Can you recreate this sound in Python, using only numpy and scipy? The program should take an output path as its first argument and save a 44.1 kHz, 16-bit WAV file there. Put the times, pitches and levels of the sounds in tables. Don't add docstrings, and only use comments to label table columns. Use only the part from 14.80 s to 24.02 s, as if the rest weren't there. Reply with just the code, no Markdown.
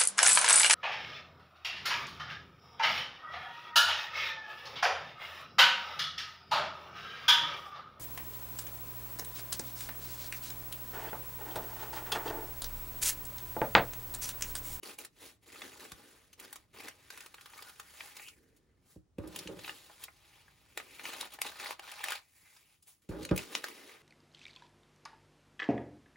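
import sys
import numpy as np
from scipy import signal
from scipy.fft import rfft, irfft, next_fast_len
from scipy.io import wavfile
from scipy.ndimage import uniform_filter1d

SR = 44100
rng = np.random.default_rng(int(sys.argv[2]) if len(sys.argv) > 2 else 0)


def voltage_ratio(level):
    return 10 ** (np.asarray(level, float) / 20)


def generate_wav(signal):
    frames = np.transpose(np.atleast_2d(signal))
    scaled = np.clip(frames, -1, 1) * 32767
    pcm = np.round(scaled).astype(np.int16)
    wavfile.write(sys.argv[1], SR, pcm)


N = 406598


def unit_rms(x):
    return x / np.sqrt(np.mean(x ** 2) + 1e-20)


def spectrum_at(points, hz):
    point_hz, value = np.transpose(points)
    return np.interp(np.log(hz + 1), np.log(point_hz + 1), value)


def add(mix, start_s, sound):
    part = mix[round(start_s * SR):][:len(sound)]
    part += sound[:len(part)]


def lumps(corner_hz):
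    pole = np.exp(-2 * np.pi * corner_hz / SR)
    return unit_rms(signal.lfilter([1], [1, -pole], rng.standard_normal(N)))


def dull(x, corner_hz):
    pole = np.exp(-2 * np.pi * corner_hz / SR)
    return signal.lfilter([(1 - pole) ** 2], [1, -2 * pole, pole * pole], x)


def ports(x):
    # hz, left_lead_rad
    lead = [(0, 0), (1000, .2), (1800, -.1), (3200, .7), (5200, .6), (6800, -.3), (8550, -3.14),
            (10200, -6.2), (11800, -6.5), (12700, -9.1), (14100, -9.7), (15200, -12.6), (16600, -12.5)]
    # hz, left_over_right_db
    lean = [(300, -1.7), (3500, 1.8), (9000, 0)]
    size = next_fast_len(N + 2048)
    hz = np.fft.rfftfreq(size, 1 / SR)
    half = np.exp(.5j * spectrum_at(lead, hz)) * voltage_ratio(spectrum_at(lean, hz) / 2)
    return irfft(rfft(x, size) * np.array([half, 1 / half]), size)[:, :N]


def apart(x):
    # hz, gain_db
    alone = [(60, -7.5), (300, -7.5), (1200, 5), (2500, -2.5), (5500, 2.5), (12000, -1.5)]
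    size = next_fast_len(N)
    gain_db = spectrum_at(alone, np.fft.rfftfreq(size, 1 / SR))
    return irfft(rfft(x, size) * voltage_ratio(gain_db), size)[:, :N]


def air():
    # hz, density_db_per_hz
    tone = [(15, -19), (25, 10), (102, 8), (229, -3), (309, -1.5), (863, -21.5), (2350, -27.5),
            (8140, -31.5), (9840, -32), (13600, -56), (16000, -28)]
    # time_s, offset_db
    sink = [(6.8, 4.5), (7.5, -2.5)]
    hz = np.fft.rfftfreq(1024, 1 / SR)
    real, imag = rng.standard_normal((N // 256 + 5, 513, 3, 2)).T
    z = (real + 1j * imag) * voltage_ratio(spectrum_at(tone, hz))[:, None]
    noise = signal.istft(z, nperseg=1024, noverlap=768)[1][:, :N]
    level_db = -75.5 + np.interp(np.arange(N) / SR, *np.transpose(sink))
    return voltage_ratio(level_db) * unit_rms(ports(noise[0]) + 1.24 * apart(noise[1:]))


def stroke_power(t):
    # time_s, level_db
    rustle = [(.6, -86), (.75, -62), (1.09, -54), (1.33, -57), (1.5, -67), (1.87, -76), (2.11, -59),
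              (2.5, -61), (2.95, -58), (3.19, -52), (3.47, -61), (3.54, -70), (4.0, -80), (4.25, -100),
              (4.37, -95), (4.4, -62), (5.0, -53), (5.35, -64), (5.95, -62), (6.2, -49), (6.58, -62),
              (6.98, -60), (7.1, -54), (7.4, -64), (7.52, -72), (7.9, -74), (8.0, -80), (8.28, -80),
              (8.4, -62), (8.7, -55), (9.22, -58)]
    # start_s, length_s, first_db, last_db
    cuts = [(0.024, 0.11, -42, -50), (0.177, 0.069, -42.5, -52.5), (0.652, 0.18, -55, -49),
            (0.823, 0.24, -48, -60), (0.987, 0.07, -41, -51), (1.388, 0.025, -42, -78),
            (1.57, 0.077, -56.5, -47.5), (1.665, 0.18, -51, -68.5), (1.926, 0.16, -51, -43.5),
            (2.306, 0.16, -49.5, -54.5), (2.656, 0.24, -59.5, -51.5), (3.192, 0.14, -45, -56),
            (3.334, 0.11, -52, -58), (6.227, 0.23, -41, -43), (6.485, 0.065, -56.5, -44.5),
            (6.629, 0.17, -34.5, -49.5), (6.78, 0.14, -36.5, -40), (7.012, 0.21, -46.5, -42.5),
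            (7.22, 0.14, -36, -39.5)]
    # loudest_s, level_db, swell_20db_s, fade_20db_s
    swishes = [(.455, -46, .095, .09), (.635, -63, .025, .06), (4.125, -63, .12, .08),
               (4.575, -45, .12, .15), (4.87, -45, .14, .14), (5.235, -50, .08, .05), (5.55, -56, .3, .2),
               (5.982, -48, .008, .08), (7.72, -60, .25, .25), (7.93, -64, .12, .07),
               (8.08, -61, .025, .11), (8.222, -70, .008, .09), (8.297, -53, .01, .15),
               (8.735, -41, .07, .03), (8.43, -48, .1, .07), (8.6, -40, .06, .1), (8.76, -41, .03, .08),
               (8.85, -44, .05, .25), (9.09, -49, .2, .12)]
    bite_s, let_go_db_per_s = 0.025, 450
    cut = np.zeros(len(t))
    slide = voltage_ratio(2 * np.interp(t, *np.transpose(rustle)))
    for start_s, length_s, first_db, last_db in cuts:
        end_s = start_s + length_s
        db = np.interp(t, [start_s, end_s], [first_db, last_db])
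        db = db - let_go_db_per_s * np.maximum(t - start_s - length_s, 0)
        cut = cut + np.clip((t - start_s) / bite_s, 0, 1) ** 2 * voltage_ratio(2 * db)
    for loudest_s, level_db, swell_s, fade_s in swishes:
        away = np.abs((t - loudest_s) / np.where(t < loudest_s, swell_s, fade_s))
        slide = slide + voltage_ratio(2 * (level_db - 20 * away ** 1.5))
    return cut + slide, cut / (cut + slide)


def crackle():
    cracks_per_s, decay_s = 600, .0008
    clump = voltage_ratio(5 * lumps(25))
    cracks = rng.random(N) < cracks_per_s / SR * clump / clump.mean()
    size = cracks * voltage_ratio(4 * np.minimum(rng.exponential(1, N), 2.5))
    pitches_hz, t = np.geomspace(900, 9000, 12), np.arange(256) / SR
    kind, out = rng.integers(0, len(pitches_hz), N), np.zeros(N)
    noises = rng.standard_normal((len(pitches_hz), len(t)))
    for k, (hz, noise) in enumerate(zip(pitches_hz, noises)):
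        ring = (np.sin(2 * np.pi * hz * t) + noise) * np.exp(-t / decay_s)
        out += signal.oaconvolve(size * (kind == k), unit_rms(ring))[:N]
    return unit_rms(out)


def sheet_db(hz, ring_hz, ring_db, treble_db, bass_db, knee_hz=3500):
    # hz, gain_db
    paper = [(150, -63), (340, 6), (620, -4.5), (950, 1), (1420, -3), (2500, 0.5), (3600, -1), (6000, -2.5),
             (8500, 2), (11000, -1), (13500, -3), (15700, -1)]
    ring = np.exp(-(np.log2((hz + 1) / ring_hz) / 0.36) ** 2)
    high = np.clip(np.log2((hz + 1) / knee_hz) / 1.14, 0, 1)
    low = np.clip(np.log2(680 / (hz + 1)) / 1.4, 0, 1)
    return spectrum_at(paper, hz) + ring * ring_db + high * treble_db + low * bass_db


def patchwork(shape, bins, frames):
    chance = rng.standard_normal(shape[::-1]).T
    return unit_rms(uniform_filter1d(uniform_filter1d(chance, bins, 0), frames, 1))


def rub():
    # time_s, ring_hz, ring_db, treble_db, bass_db
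    holds = [(0, 2600, 1, -3, 5.5), (1.1, 1400, 5, -4, 9), (2.05, 2200, 2.5, -7, 4),
             (2.72, 1230, 9, -2.5, -8.5), (3.36, 2090, 4, -3, -11), (3.49, 2800, 21.5, 9, 5),
             (3.58, 1750, 10.5, 1.5, 29.5), (3.95, 1690, 8.5, -11, 25), (4.1, 2800, -2, 2.5, 2),
             (4.45, 1200, -12, -9, 12), (4.6, 2320, 3, -5.5, 2), (5.24, 5400, 0.5, -3, -8),
             (5.5, 2080, 2, -8.5, -22), (6.101, 2300, 5.5, -4.5, 4), (6.9, 2520, -3.5, -11, -18),
             (7.35, 2270, 4.5, -10.5, -32.5), (7.56, 1950, 9, 5.5, -22), (7.66, 2050, 11, 0, -24.5),
             (7.84, 2360, 5.5, -1, -8), (7.93, 2450, 7, -2.5, -16), (8.1, 3500, 2, 7, -15),
             (8.35, 1000, -2.5, -7.5, 23), (8.66, 2520, -0.5, -6, 9.5), (9.22, 1840, 7, -8.5, 5.5)]
    slide_grip, shear_grip = .6, 1.05
    hiss_db, crackle_db = -1.5, -8
    now_s = np.arange(N) / SR
    coarse_s = np.arange(0, N / SR + .002, .001)
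    power, shear = (np.interp(now_s, coarse_s, c) for c in stroke_power(coarse_s))
    grip = slide_grip + (shear_grip - slide_grip) * shear
    grip_db = grip * (4.5 * np.tanh(lumps(40)) + 2.0 * lumps(400)) - 1.4 * grip ** 2
    hiss = voltage_ratio(grip_db + hiss_db) * rng.standard_normal(N)
    cracks = voltage_ratio(crackle_db) * grip ** 2 * crackle()
    drive = (hiss + cracks) * np.sqrt(power)
    hz, t, z = signal.stft(drive, SR, nperseg=256, noverlap=192)
    patches = patchwork(z.shape, 5, 14)
    crunch = patchwork(z.shape, 7, 4)
    patches = patches + 1.2 * np.interp(t, now_s, shear) * crunch
    time_s, *hold = np.transpose(holds)
    ring_hz, ring_db, treble_db, bass_db = (np.interp(t, time_s, c) for c in hold)
    colour_db = sheet_db(hz[:, None], ring_hz, ring_db, treble_db, bass_db)
    return signal.istft(z * voltage_ratio(colour_db + 1.7 * patches), SR, nperseg=256, noverlap=192)[1][:N]


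def snaps():
    # time_s, level_db, ring_hz, treble_db
    events = [(0.031, -43, 2700, -1), (0.186, -40.5, 2750, 6), (0.2476, -40.5, 1760, 3),
              (0.756, -40.5, 1260, -20), (0.818, -31.5, 1870, -17), (0.957, -41, 650, -30),
              (1.1178, -34, 1020, -5.5), (1.529, -50.5, 2500, -2.5), (1.597, -44, 2600, 2),
              (1.727, -41, 1600, 3), (1.757, -44.5, 1090, 3), (2.0827, -38.5, 1750, -2),
              (2.3024, -37.5, 1700, -4.5), (2.374, -41.5, 1770, -2.5), (2.405, -39, 1920, -7),
              (2.46, -40, 1070, -6), (2.542, -38, 1100, -7.5), (2.581, -45, 1780, -27),
              (2.609, -49, 3080, -3), (2.6578, -39.5, 1470, -9), (2.733, -43.5, 1960, -25),
              (2.776, -49, 1300, 0), (2.79, -39.5, 1300, -26), (2.8226, -38, 1740, -4.5),
              (2.9969, -35.5, 1150, -5), (3.205, -32, 1970, -22), (3.366, -41.5, 2120, -2),
              (3.395, -41, 1980, -28), (3.483, -40, 3000, -15), (3.763, -65, 9800, 8),
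              (4.383, -43, 800, -12), (4.473, -52, 9850, 8), (4.56, -36.5, 2550, 4.5),
              (4.588, -35.5, 4300, 1.5), (4.673, -35, 3000, -17), (4.79, -39.5, 1950, -14),
              (4.844, -35.5, 2780, -28), (4.8774, -32, 2190, -21), (4.8933, -31, 1700, -26),
              (5.097, -41, 1150, -30), (5.237, -39, 3600, 8.5), (5.281, -39, 1250, -26.5),
              (5.679, -51.5, 1690, -59), (5.974, -25.5, 1680, -5), (5.999, -29.5, 1230, -22),
              (6.194, -34, 2130, -24.5), (6.253, -30.5, 2630, -24), (6.4093, -29.5, 3830, -6),
              (6.427, -29.5, 940, -21), (6.536, -47, 2700, 8), (6.587, -33, 875, -20),
              (6.616, -25, 2450, 6), (6.6632, -37.5, 3430, -4), (6.798, -34.5, 2300, -11),
              (6.858, -33, 2230, -38), (6.907, -26, 1020, -8.5), (6.9938, -30.5, 990, -13.5),
              (7.115, -43, 2720, 2), (7.203, -33.5, 1010, -53), (7.2393, -30, 1730, 1.5),
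              (7.2834, -30, 2710, -6), (7.304, -34, 1000, 2.5), (7.32, -27.5, 1590, -4),
              (7.764, -54.5, 2300, -11), (8.024, -60, 10500, 6), (8.289, -50, 1500, -7),
              (8.428, -44, 4100, -8), (8.4492, -34, 3300, -6), (8.4895, -37, 2540, -20),
              (8.5106, -34, 1400, -15), (8.561, -36.5, 2570, 6), (8.5766, -28, 2570, 2.5),
              (8.591, -34.5, 2590, -38), (8.7504, -21.5, 2920, -13.5), (8.8406, -27, 1880, -7.5),
              (8.883, -35, 1080, -7.5)]
    lead_in_s, size = .02, 4096
    out = np.zeros(N)
    t, hz = np.arange(size) / SR - lead_in_s, np.fft.rfftfreq(size, 1 / SR)
    after = np.maximum(t, 0)
    build = np.exp(np.minimum(t - .0015, 0) / 0.00083)
    build = build + 0.043 * np.exp(np.minimum(t, 0) / 0.0037) * (t < 0)
    chance = rng.standard_normal((len(events), 2, size))
    for (time_s, level_db, ring_hz, treble_db), (noise, patch) in zip(events, chance):
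        length_s = 0.0063 / voltage_ratio(0.35 * (level_db + 37.5))
        crack = voltage_ratio(.7 * level_db + 24.5) * .006 / length_s * np.exp(-abs(t - .002) / .00004)
        puff = build * (np.exp(-(after / length_s) ** 2) + 0.014 * voltage_ratio(-60 * after / 0.023))
        patch_db = 2.2 * unit_rms(uniform_filter1d(patch, 40))[:len(hz)]
        thin_db = 7 * np.clip(np.log2(0.44 * ring_hz / (hz + 1)), 0, 2)
        knee_hz = np.interp(treble_db, [-40, -10], [ring_hz, 2 * ring_hz + 1000])
        ring_db = 7.0 + .2 * (level_db + 35) + .25 * max(-treble_db - 20, 0)
        colour_db = sheet_db(hz, ring_hz, ring_db, treble_db, -5.0, knee_hz) - thin_db
        burst = irfft(rfft(noise * puff + crack) * voltage_ratio(colour_db + patch_db))
        add(out, time_s - lead_in_s, voltage_ratio(level_db) * burst)
    return out


def table():
    # start_s, level_db, settle_t60_s, hardness_hz
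    landings = [(1.118, -45, 0.029, 250), (7.626, -64, 0.023, 400), (4.16, -44.5, 0.067, 580),
                (4.383, -32.5, 0.21, 1130), (4.655, -42, 0.12, 700), (8.29, -30, 0.15, 320),
                (8.5112, -19, 0.16, 1530)]
    # start_s, level_db, t60_s
    drags = [(4.433, -38, 1.05), (4.684, -35.5, 0.48), (8.31, -30, 0.69)]
    # mode_hz, width_hz, level_db
    modes = [(61.4, 53, -8.5), (104, 15.6, -8), (174, 28, -5.5), (315, 14, -2.5), (393, 43, -4),
             (550, 62, -3), (740, 740, -2.5), (1400, 2800, 0.5)]
    blow, blow_s = 8.0, .0005
    drag, t = np.zeros(N), np.arange(SR) / SR
    for start_s, level_db, t60_s in drags:
        add(drag, start_s, voltage_ratio(level_db - 60 * t / t60_s))
    rumble = uniform_filter1d(drag, 600) * rng.standard_normal(N) * voltage_ratio(2.0 * lumps(33.0))
    drive = dull(rumble, 1240)
    u = t[:SR // 2]
    noises = rng.standard_normal((len(landings), len(u)))
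    for (start_s, level_db, t60_s, hard_hz), noise in zip(landings, noises):
        settle = (1 - np.exp(-u / 0.0006)) * voltage_ratio(level_db - 60 * u / t60_s)
        push = dull((noise + blow * np.exp(-u / blow_s)) * settle, hard_hz)
        add(drive, start_s, push - dull(push, .09 * hard_hz))
    rings = []
    for hz, width_hz, level_db in modes:
        decay = np.sqrt(width_hz / SR) * np.exp(-np.pi * width_hz * u)
        rings.append(voltage_ratio(level_db) * decay * np.sin(2 * np.pi * hz * u))
    return signal.oaconvolve(drive, sum(rings[::2]) - sum(rings[1::2]))[:N]


def room(x):
    # hz, t60_s
    walls = [(200, 0.25), (1000, 0.1), (4000, 0.12), (12000, 0.057)]
    taps = np.zeros((3, SR // 2))
    slots = np.arange(120, SR // 2 - 20, 20)
    at = slots + rng.integers(0, 20, (3, len(slots)))
    np.put_along_axis(taps, at, rng.choice([-1., 1.], (3, len(slots))), 1)
    hz, t, z = signal.stft(taps, SR, nperseg=256)
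    fade = voltage_ratio(-60 * t / spectrum_at(walls, hz)[:, None])
    tail = signal.istft(z * fade, SR, nperseg=256)[1]
    wet = signal.fftconvolve(x[None], tail / np.linalg.norm(tail[0]), axes=1)[:, :N]
    return voltage_ratio(-24.0) * ports(wet[0]) + voltage_ratio(-7.5) * apart(wet[1:])


def scene():
    near = rub() + snaps() + table()
    return ports(near) + room(near) + air()


def roll_off(x):
    return signal.sosfilt(signal.butter(12, 17070, fs=SR, output="sos"), x)


def record(dry):
    low_cut = signal.sosfilt(signal.butter(3, 45, "high", fs=SR, output="sos"), dry)
    low_pass = signal.firwin(255, 16000, window=("kaiser", 7), fs=SR)
    band = signal.oaconvolve(low_cut, low_pass[None], "same")
    return roll_off(band)


dry = scene()
out = record(dry)
generate_wav(out)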